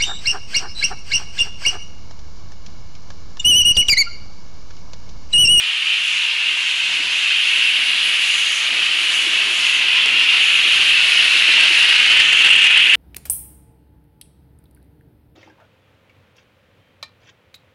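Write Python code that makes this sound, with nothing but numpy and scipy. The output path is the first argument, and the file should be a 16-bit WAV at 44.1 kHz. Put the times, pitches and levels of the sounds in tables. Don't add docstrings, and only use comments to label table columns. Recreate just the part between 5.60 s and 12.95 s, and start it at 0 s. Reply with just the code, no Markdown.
import sys
import numpy as np
from scipy import signal
from scipy.fft import rfft, irfft, next_fast_len
from scipy.io import wavfile
from scipy.ndimage import uniform_filter1d

SR = 44100
rng = np.random.default_rng(int(sys.argv[2]) if len(sys.argv) > 2 else 0)


def volts_from_decibels(level):
    exponent = np.asarray(level, float) / 20
    return 10 ** exponent


def log_audio(samples):
    frames = np.atleast_2d(samples).T
    limited = np.clip(frames, -1, 1)
    pcm = np.round(limited * 32767).astype(np.int16)
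    wavfile.write(sys.argv[1], SR, pcm)


N = 324334
T = np.arange(N) / SR
HZ = np.fft.rfftfreq(next_fast_len(N), 1 / SR)

# time in seconds, level of the ringing ridge in dB, level of the open jet in dB.
VALVE_LEVELS = [(0, -21, -22), (.36, -16.5, -21.5), (.6, -19, -19.5), (1.0, -19.5, -20), (1.44, -21, -18.5),
                (1.85, -14.5, -18), (2.3, -17, -16.5), (3.06, -19, -17), (3.5, -17, -17.5),
                (3.96, -18.5, -16.5), (4.32, -14, -17), (4.8, -13, -16), (5.2, -13.5, -13.5),
                (5.45, -14.5, -12.5), (5.9, -13.5, -10.5), (6.45, -13.5, -8), (6.85, -10, -11.5),
                (7.36, -9.5, -9)]
# frequency in Hz, level in dB.
JET_COLOUR = [(500, -39.5), (850, -27.5), (1050, -24), (1500, -16), (2050, -10), (2350, -7), (2600, -0.5),
              (2780, 1), (2950, -0.5), (3250, -5.5), (3600, -10.5), (4300, -15), (5400, -23.5),
              (9000, -35.5)]
JET_PARTS_HZ = [
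    1270,
    1870,
    2860,
    4370,
]
# time in seconds, lags in ms by boiler top, ground, cab and wet paving.
ECHO_LAGS_MS = [
    (0, 0.81, 1.6, 3.25, 5.35),
    (1.5, .79, 1.95, 3.15, 5.95),
    (3.2, 0.84, 1.57, 3.11, 5.8),
    (4.25, 0.87, 1.92, 2.93, 5.6),
    (5.5, 0.765, 2.66, 2.7, 4.85),
    (6.6, .62, 3.3, 2.22, 3.93),
    (7.36, 0.59, 4.4, 2, 3.85),
]
# centre in Hz, width in Hz, level in dB.
COCK_HOLES = [
    (6440, 2600, -2.5),
    (9790, 2300, 0.5),
]
# start in seconds, length in seconds, wide cock in dB, narrow cock in dB.
COCK_PUFFS = [(.45, 0.15, -35, -45), (1.05, .08, -34, -53), (1.297, 0.07, -34.5, -47), (1.58, .1, -33, -46),
              (1.838, .22, -37, -41.5), (2.17, 0.089, -50, -37), (2.446, 0.092, -41, -36.5),
              (2.62, .08, -31.5, -35.5), (2.74, 0.29, -34, -39.5), (3.15, .14, -41, -45),
              (3.497, 0.095, -30, -35.5), (3.7, 0.11, -35, -50), (3.927, 0.19, -32.5, -38),
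              (4.82, 0.13, -36, -37), (5.15, 0.13, -33, -36), (5.46, 0.16, -37, -36.5),
              (5.722, 0.1, -39, -36.5), (6.14, .12, -43, -35), (6.37, 0.3, -46, -44),
              (6.693, 0.067, -26, -53), (7.02, 0.049, -28.5, -55), (7.3, .1, -37, -40)]
# start in seconds, length in seconds, level in dB, first pitch in Hz.
COCK_SONGS = [
    (.48, .2, -44, 6600),
    (2.62, 0.46, -36.5, 6800),
    (3.48, .14, -37, 6700),
    (3.9, 0.32, -39, 6780),
    (4.8, 0.22, -39, 6870),
]
# centre in Hz, width in Hz.
ROLLING_BANDS = [
    (90, 300),
    (330, 350),
    (680, 610),
]
# start in seconds, length in seconds, then the rise in dB of
ROD_LURCHES = [(.45, 0.17, 10, -2, -6), (.9, .1, 0.5, 3, -5), (1.3, 0.21, 10, 6.5, -1),
               (1.92, 0.14, -1, 6, -6), (2.2, 0.83, -2, 1, 0.5), (3.12, .08, 2.5, 13, 6),
               (3.417, 0.5, 0, 5, 1.5), (4.18, .1, -2, 5, 3), (4.45, 0.079, 9, 8, 7),
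               (5.047, .3, 3.5, 2.5, -1), (5.82, .2, 2, 5, -4), (7.25, .1, -2, 1.2, -4)]
# start in seconds, peak in dB, ring in Hz.
ROD_KNOCKS = [(1.309, -42, 161), (1.399, -33, 296), (3.138, -38, 331), (3.667, -27.5, 338),
              (3.834, -37, 413), (4.462, -32, 428), (4.535, -36, 362), (5.747, -33, 354), (5.883, -30, 317),
              (6.104, -29, 334), (6.847, -36, 272), (6.962, -34, 191)]
# start in seconds, peak in dB.
METAL_TICKS = [
    (4.4592, -7),
]
# start in seconds, length in seconds, level in dB, pitch in Hz.
CURVE_GROANS = [
    (.5, 1.2, -50.5, 950),
    (.9, 1.6, -56.5, 730),
    (1.9, 0.67, -55, 260.6),
    (3.3, .25, -51, 324),
    (3.74, .22, -48, 370),
    (4.0, 0.76, -45.5, 1002),
    (5.0, .7, -53.5, 366),
    (5.52, .65, -49.5, 653),
    (5.85, .4, -45, 936),
    (6.45, .2, -52, 300),
]
# frequency in Hz, gain in dB.
UPSAMPLER_GAIN = [
    (10300, 0),
    (11000, -4),
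    (11600, -12.5),
    (12100, -24),
    (12500, -60),
    (13000, -90),
]

APPROACH_DB_PER_S, ABREAST_S = 1.5, 6.56
LOW_SIDE_DB, LOW_SIDE_SHARE = -22, 1
HIGH_SIDE_DB, CAB_SHADE_DB, CAB_PASSES_S, CAB_TAKES_S = 0.36, -8.5, 6.52, 0.81
SPIT_DB, SPIT_FROM_S, SPIT_TAKES_S, SPIT_PER_S, SPIT_RIDGE = 3.5, 6.25, 0.86, 110, 0.18
ECHO_DB, ECHO_TOP_HZ = [-23, -17.5, -20, -13], 5900
LEAK_DB, LEAK_SHARE = [-42, -47.5], [.15, 0.6]
PUFF_ATTACK_S, PUFF_RELEASE_S = 0.11, 0.09
SONG_WIDTH_HZ, SONG_EDGE_S, SONG_SAG_HZ_PER_S = 1000, 0.056, 1200
GEAR_DB, GEAR_SHARE, LURCH_EDGE_S = [-65, -60.5, -56], [1.56, 1.4, 1.14], .07
KNOCK_T60_S = 0.075
TICK_RING_HZ, TICK_RING_DB, TICK_T60_S = 5600, -3.5, .003
GROAN_WIDTH_HZ, GROAN_EDGE_S = 64, 0.067
CLIP_LEVEL, CEILING = .68, .716


def valve(spit_db):
    ridge_db, shoulder_db = curves(VALVE_LEVELS)
    low_db = LOW_SIDE_DB + LOW_SIDE_SHARE * approach_db()
    cab_passed = (1 + np.tanh((T - CAB_PASSES_S) / CAB_TAKES_S)) / 2
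    high_db = shoulder_db + HIGH_SIDE_DB + CAB_SHADE_DB * cab_passed
    octave = np.log2(HZ + 1e-9)
    jet_hz, jet_db = np.transpose(JET_COLOUR)
    colour = volts_from_decibels(np.interp(octave, np.log2(jet_hz), jet_db, -99, -99))
    ridge_rms = np.sqrt(np.mean(colour ** 2 * (HZ > 2400) * (HZ < 3400)))
    surge = .5 * walk(28)
    jet = 0
    for centre in np.log2(500) + np.arange(14) / 3:
        band = np.cos(np.pi / 2 * np.clip(3 * (octave - centre), -1, 1))
        low, shoulder, ridge, high = (np.interp(centre, np.log2(JET_PARTS_HZ), row) for row in np.eye(4))
        level_db = low * low_db + shoulder * shoulder_db + ridge * ridge_db + high * high_db
        level_db = level_db + (1 - ridge * (1 - SPIT_RIDGE)) * spit_db
        flicker = (.5 + 0.65 * high) * walk(32)
        jet = jet + noise(colour * band) * volts_from_decibels(level_db + surge + flicker)
    return jet / ridge_rms


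def echoes(jet):
    dull = signal.sosfilt(signal.butter(1, ECHO_TOP_HZ, fs=SR, output="sos"), jet)
    total = jet
    for db, lag_ms in zip(ECHO_DB, curves(ECHO_LAGS_MS)):
        total = total + volts_from_decibels(db) * np.interp(T - lag_ms / 1000, T, dull, left=0)
    return total / np.sqrt(1 + np.sum(volts_from_decibels(ECHO_DB) ** 2))


def spits():
    surge = walk(SPIT_PER_S)
    closeness = (1 + np.tanh((T - SPIT_FROM_S) / SPIT_TAKES_S)) / 2
    return SPIT_DB * closeness * (np.maximum(surge, 0.44 * surge) - 0.5)


def cocks():
    hiss, sputter = 0, walk(40)
    shapes = np.array([swell(s, length, PUFF_ATTACK_S, PUFF_RELEASE_S) for s, length, *_ in COCK_PUFFS])
    puffs_db = np.transpose(COCK_PUFFS)[2:]
    for (hz, width, db), leak_db, share, puff_db in zip(COCK_HOLES, LEAK_DB, LEAK_SHARE, puffs_db):
        leak = volts_from_decibels(leak_db + share * approach_db())
        flow = np.sqrt(leak ** 2 + volts_from_decibels(puff_db) ** 2 @ shapes)
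        droplets = volts_from_decibels(db + 0.69 * sputter + 0.97 * walk(90))
        hiss = hiss + unit(noise(mode(hz, width))) * flow * droplets
    return hiss


def singing_cock():
    return hums(COCK_SONGS, SONG_WIDTH_HZ, SONG_EDGE_S, SONG_SAG_HZ_PER_S)


def knocks():
    out = np.zeros(N)
    for s, db, hz in ROD_KNOCKS:
        span = slice(int(s * SR), int((s + .3) * SR))
        t = np.clip(T[span] - s, 0, 1)
        ring = np.sin(2 * np.pi * hz * t * (1.1 - 5 * np.minimum(t, .03)))
        ring = ring + 0.25 * np.sin(2 * np.pi * 1.19 * hz * t)
        envelope = (1 - np.exp(-t / 0.0034)) * np.exp(-np.log(1000) * t / KNOCK_T60_S)
        out[span] += volts_from_decibels(db + 2.0) * ring * envelope
    return out


def ticks():
    spikes = 0
    for s, db in METAL_TICKS:
        t = np.clip(T - s - .0006, 0, 1)
        decay = np.exp(-np.log(1000) * t / TICK_T60_S)
        ring = volts_from_decibels(TICK_RING_DB) * np.sin(2 * np.pi * TICK_RING_HZ * t) * decay
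        spike = np.exp(-((T - s - .0009) / .00003) ** 2)
        spikes = spikes + volts_from_decibels(db + 4) * (spike + ring)
    return signal.sosfilt(signal.butter(1, 500, "high", fs=SR, output="sos"), spikes)


def running_gear(spit_db):
    shapes = np.array([swell(s, length, LURCH_EDGE_S, LURCH_EDGE_S) for s, length, *_ in ROD_LURCHES])
    rises_db = np.transpose(ROD_LURCHES)[2:]
    rumble = 0
    for (hz, width), db, share, rise_db in zip(ROLLING_BANDS, GEAR_DB, GEAR_SHARE, rises_db):
        level_db = db + share * approach_db() + rise_db @ shapes + 0.7 * spit_db + 1.8 * walk(12)
        rumble = rumble + unit(noise(mode(hz, width))) * volts_from_decibels(level_db)
    return rumble


def flanges():
    return hums(CURVE_GROANS, GROAN_WIDTH_HZ, GROAN_EDGE_S, 0)


def hums(rows, width_hz, edge_s, sag_hz_per_s):
    tones = 0
    for s, length, db, hz in rows:
        t = T - s
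        tone = np.sin(2 * np.pi * (hz - sag_hz_per_s * t / 2) * t)
        tones = tones + swell(s, length, edge_s, edge_s) * volts_from_decibels(db) * tone
    rub = signal.sosfilt(signal.butter(2, width_hz / 2, fs=SR, output="sos"), rng.standard_normal(N))
    return tones * unit(rub) * np.sqrt(2)


def approach_db():
    return APPROACH_DB_PER_S * np.minimum(T, ABREAST_S)


def swell(s, length, attack, release):
    t = T[::64]
    rise = 1 + np.tanh((t - s) / attack)
    fall = 1 - np.tanh((t - s - length) / release)
    return np.repeat(rise * fall / 4, 64)[:N]


def walk(rate):
    k = int(SR / rate)
    held = np.repeat(rng.standard_normal(N // k + 1), k)
    return 1.16 * uniform_filter1d(uniform_filter1d(held, k), k)[:N]


def noise(gain):
    size = next_fast_len(N)
    return irfft(rfft(rng.standard_normal(size)) * gain, size)[:N]


def mode(hz, width):
    return 1 / (1 + ((HZ ** 2 - hz ** 2) / (width * HZ + 1e-9)) ** 2)


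def unit(x):
    return x / np.sqrt(np.mean(x ** 2))


def curves(table):
    s, *columns = np.transpose(table)
    return [np.interp(T, s, c) for c in columns]


def scene():
    spit_db = spits()
    steam = echoes(valve(spit_db)) + cocks() * volts_from_decibels(spit_db) + singing_cock()
    wheels = knocks() + ticks() + running_gear(spit_db) + flanges()
    return (steam + wheels)[None]


def top_cut(x):
    return signal.sosfilt(signal.butter(12, 15830, fs=SR, output="sos"), x)


def record(dry):
    clipped = np.clip(dry, -CLIP_LEVEL, CLIP_LEVEL)
    half_rate = clipped * 2 * (np.arange(N) % 2 == 0)
    gain = volts_from_decibels(np.interp(HZ, *np.transpose(UPSAMPLER_GAIN)))
    size = next_fast_len(N)
    smooth = irfft(rfft(half_rate, size) * gain, size)[:, :N]
    return top_cut(np.clip(smooth, -CEILING, CEILING))


dry = scene()
out = record(dry)
log_audio(out)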